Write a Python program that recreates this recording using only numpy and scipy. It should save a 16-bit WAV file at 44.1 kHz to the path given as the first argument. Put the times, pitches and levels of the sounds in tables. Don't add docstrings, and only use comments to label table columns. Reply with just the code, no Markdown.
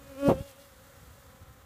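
import sys
import numpy as np
from scipy import signal
from scipy.fft import rfft, irfft
from scipy.io import wavfile
from scipy.ndimage import uniform_filter1d

SR = 44100
rng = np.random.default_rng(int(sys.argv[2]) if len(sys.argv) > 2 else 0)


def store_pcm(level_fs):
    pcm = np.round(np.clip(level_fs, -1, 1) * 32767).astype(np.int16)
    wavfile.write(sys.argv[1], SR, np.atleast_2d(pcm).T)


N = 72765
TIME = np.arange(N) / SR

# time in seconds, wingbeat rate in Hz.
WINGBEAT_RATE = [(0, 281), (.04, 275), (.08, 278), (.12, 274), (.165, 262), (.2, 279), (.275, 282),
                 (.32, 269), (.365, 261), (.41, 278), (.475, 282), (.53, 261), (.59, 280), (.645, 281),
                 (.71, 272), (.77, 252), (.85, 279), (1.08, 272), (1.21, 279), (1.3, 257), (1.38, 272),
                 (1.5, 255), (1.65, 262)]
def flight(pass_s=0.316, turn_s=0.035, jitter=0.00419):
    rate_hz = curve(WINGBEAT_RATE) * (1 + jitter * wander(rate_hz=51))
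    behind = .5 + .5 * np.tanh((TIME - pass_s) / turn_s)
    return np.cumsum(rate_hz) / SR, behind


# time in seconds, level in dB.
HUM_LEVEL = [(0, -56.5), (.035, -64), (.08, -54.5), (.165, -50), (.2, -41), (.246, -28.5), (.278, -23.5),
             (.312, -30), (.338, -34.5), (.36, -40), (.395, -42.5), (.434, -50.5), (.49, -53), (.54, -59),
             (.6, -56.5), (.66, -61), (.74, -71), (.85, -61), (1.12, -76.5), (1.19, -58.5), (1.3, -68.5),
             (1.65, -71.5)]
# harmonic number, gain in dB from the front, and from behind.
HUM_HARMONICS = [(1, -1, -11.5), (2, -0.5, -1), (3, -25.5, -23.5), (4, -18.5, -29.5), (5, -20.5, -28.5),
                 (6, -29, -30), (7, -37, -39)]
def hum(beats, behind, close_db=-19.5, overtone_slope=0.81):
    hum_db = curve(HUM_LEVEL)
    overtone_db = close_db + overtone_slope * (hum_db - close_db)
    far = (hum_db.max() - hum_db) / np.ptp(hum_db)
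    flutter_db = 1.07 + 4 * far ** 2
    out = np.zeros(N)
    for k in range(1, len(HUM_HARMONICS) + 1):
        db = harmonic_db(k, HUM_HARMONICS, behind) + (hum_db if k <= 2 else overtone_db)
        db += flutter_db * wander(rate_hz=49)
        phase = (k > 2) * rng.uniform(0, 2 * np.pi)
        out += amp(db) * np.sqrt(2) * np.cos(2 * np.pi * k * beats + phase)
    return out * amp(0.33 * wander(rate_hz=120))


# time in seconds, level in dB.
WHINE_LEVEL = [(0, -70.5), (.15, -65.5), (.17, -63.5), (.2, -56), (.225, -57), (.268, -46), (.31, -49),
               (.35, -61), (.38, -53), (.45, -62.5), (.48, -58.5), (.52, -62), (.555, -70), (.62, -61.5),
               (.76, -78.5), (.94, -70), (1.25, -74.5), (1.4, -83), (1.65, -84)]
# harmonic number, gain in dB from the front, and from behind.
WHINE_OVERTONES = [(8, -11.5, -14.5), (9, -2.5, -18.5), (10, -7.5, -8), (11, -6, -17), (12, -16, -8.5),
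                   (13, -15, -15), (14, -17, -18.5)]
def whine(beats, behind):
    return harmonics_in_step(beats, behind, range(8, 15), WHINE_OVERTONES, curve(WHINE_LEVEL))


# time in seconds, level in dB.
RASP_LEVEL = [(0, -74.5), (.12, -62.5), (.165, -63.5), (.2, -55.5), (.235, -56), (.285, -47), (.31, -54.5),
              (.345, -59.5), (.42, -59), (.45, -60), (.49, -56), (.518, -56.5), (.54, -65), (.62, -60.5),
              (.75, -68), (1.2, -70.5), (1.35, -77), (1.65, -89)]
# frequency in Hz, relative level in dB.
RASP_SPECTRUM = [(100, -14), (900, 0), (1900, 8), (2900, 7.5), (4500, 3.5), (6000, 3.5), (8000, 5.5),
                 (10500, 4.5), (14500, 1.5)]
def rasp(beats, behind, width_beats=.065):
    stroke = np.exp(-.5 * (((beats + .5) % 1 - .5) / width_beats) ** 2)
    backstroke = np.exp(-.5 * ((beats % 1 - .5) / width_beats) ** 2)
    back_share = .75 * (1 - behind) + .35 * behind
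    gate = .35 + stroke + back_share * backstroke
    uneven = amp(0.6 * wander(rate_hz=760))
    return amp(curve(RASP_LEVEL)) * colour(gate * uneven * rng.standard_normal(N), RASP_SPECTRUM)


# harmonic number, gain in dB from the front, and from behind.
TICK_HARMONICS = [(15, -15, -17), (20, -19, -20), (28, -25, -24), (54, -25, -23)]
def tick(beats, behind):
    tick_db = curve(RASP_LEVEL) + 1.6 * wander(rate_hz=27)
    return harmonics_in_step(beats, behind, range(15, 55), TICK_HARMONICS, tick_db)


# time in seconds, level in dB.
WASH_LEVEL = [(.19, -67), (.255, -51), (.275, -47), (.284, -28), (.3, -19.5), (.312, -24), (.323, -25.5),
              (.332, -32), (.35, -34.5), (.39, -44.5), (.425, -45.5), (.45, -72)]
# frequency in Hz, relative level in dB.
CORE_SPECTRUM = [(25, -29), (70, -6), (130, -3), (290, -3), (470, 2), (650, -0.5), (900, -7), (1250, -12),
                 (1600, -28.5), (2500, -30.5), (5000, -46)]
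EDGE_SPECTRUM = [(25, -20), (60, -5), (110, 0), (180, -2), (300, -11), (450, -16), (700, -24), (1500, -40),
                 (5000, -60)]
def wing_wash(gust_s=0.3055, width_s=0.021):
    core = np.exp(-((TIME - gust_s) / width_s) ** 4)
    eddies = rng.standard_normal(N)
    flow = core * colour(eddies, CORE_SPECTRUM) + (1 - core) * .5 * colour(eddies, EDGE_SPECTRUM)
    running_rms = np.sqrt(uniform_filter1d(flow ** 2, size=600) + 1e-9)
    return amp(curve(WASH_LEVEL)) * flow / running_rms


# centre in seconds, peak level in dB, width in seconds.
AIR_PUFFS = [(0.2835, -17, 0.0012), (0.2885, -9.5, 0.000436), (0.3163, -11.5, 0.00045),
             (0.4089, -27, 0.002), (1.433, -41, 0.0023)]
def puffs():
    out = np.zeros(N)
    for centre_s, db, width_s in AIR_PUFFS:
        offset = (TIME - centre_s) / width_s
        out += amp(db) * offset * np.exp(.5 * (1 - offset ** 2))
    return out


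# wingbeat rate in Hz, level in dB.
DISTANT_BEES = [(251, -68.5), (262, -69), (279, -71.5)]
# harmonic number, relative level in dB.
DISTANT_HARMONICS = [(1, -2.5), (2, 1.5), (3, -0.5), (4, -1), (5, -1), (6, -37), (7, -11), (9, -11),
                     (13, -10), (16, -23)]
def distant_bees(pitch_drift=.018, swell_db=2.5):
    out = np.zeros(N)
    for hz, db in DISTANT_BEES:
        beats = np.cumsum(hz * (1 + pitch_drift * wander(rate_hz=5.86))) / SR
        tone = np.zeros(N)
        for k in range(1, 17):
            gain = amp(np.interp(k, *np.transpose(DISTANT_HARMONICS)))
            tone += gain * np.cos(2 * np.pi * (k * beats + rng.random()))
        out += amp(db + swell_db * wander(rate_hz=7.4)) * unit(tone)
    return out


# time in seconds, level in dB.
HISS_LEVEL = [(0, -54.5), (.5, -58.5), (.72, -56.5), (.92, -55), (1.25, -56.5), (1.65, -58)]
# frequency in Hz, relative level in dB.
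HISS_SPECTRUM = [(25, 9), (100, 9.5), (250, -3), (390, -8), (500, 2), (750, -9.5), (1300, -1), (2000, -6),
                 (2700, -20.5), (3600, -11.5), (5200, -15.5), (7200, -11.5), (10000, -16.5), (15000, -12.5)]
def outdoor_hiss():
    level_db = curve(HISS_LEVEL) + 0.79 * wander(rate_hz=45)
    return amp(level_db) * colour(rng.standard_normal(N), HISS_SPECTRUM)


# time in seconds, level in dB.
RUMBLE_LEVEL = [(0, -58.5), (.4, -50), (.52, -89), (.68, -65), (.9, -60), (1.03, -54.5), (1.2, -60.5),
                (1.45, -52.5), (1.65, -55.5)]
# frequency in Hz, relative level in dB.
RUMBLE_SPECTRUM = [(20, -40), (45, -9), (70, 4), (100, -2), (150, -11), (280, -19), (600, -36), (3000, -63)]
def breeze():
    level_db = curve(RUMBLE_LEVEL) + 3.0 * wander(rate_hz=36)
    return amp(level_db) * colour(rng.standard_normal(N), RUMBLE_SPECTRUM)


def harmonics_in_step(beats, behind, numbers, table, level_db):
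    return sum(amp(level_db + harmonic_db(k, table, behind)) * np.sqrt(2) * np.cos(2 * np.pi * k * beats)
               for k in numbers)


def harmonic_db(k, table, behind):
    number, front, rear = np.transpose(table)
    return (1 - behind) * np.interp(k, number, front) + behind * np.interp(k, number, rear)


def amp(db):
    return 10 ** (np.asarray(db) / 20)


def unit(x):
    return x / np.sqrt(np.mean(x ** 2) + 1e-20)


def curve(points):
    return np.interp(TIME, *np.transpose(points))


def colour(x, points):
    hz, db = np.transpose(points)
    gain = amp(np.interp(np.log(np.fft.rfftfreq(N, 1 / SR) + 1), np.log(hz), db))
    return unit(irfft(rfft(x) * gain, N))


def wander(rate_hz):
    rolloff = 1 + (np.fft.rfftfreq(N, 1 / SR) / rate_hz) ** 4
    return unit(irfft(rfft(rng.standard_normal(N)) / rolloff, N))


def scene():
    beats, behind = flight()
    bee = hum(beats, behind) + whine(beats, behind) + tick(beats, behind) + rasp(beats, behind)
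    return (bee + wing_wash() + puffs() + distant_bees() + outdoor_hiss() + breeze())[None]


def record(dry):
    low_cut_hz, high_cut_hz = 45, 15350
    bass_cut = signal.butter(2, low_cut_hz, "highpass", fs=SR, output="sos")
    band_limit = signal.firwin(511, high_cut_hz, window=("kaiser", 9), fs=SR)
    return signal.oaconvolve(signal.sosfilt(bass_cut, dry), band_limit[None], "same")


dry = scene()
out = record(dry)
store_pcm(out)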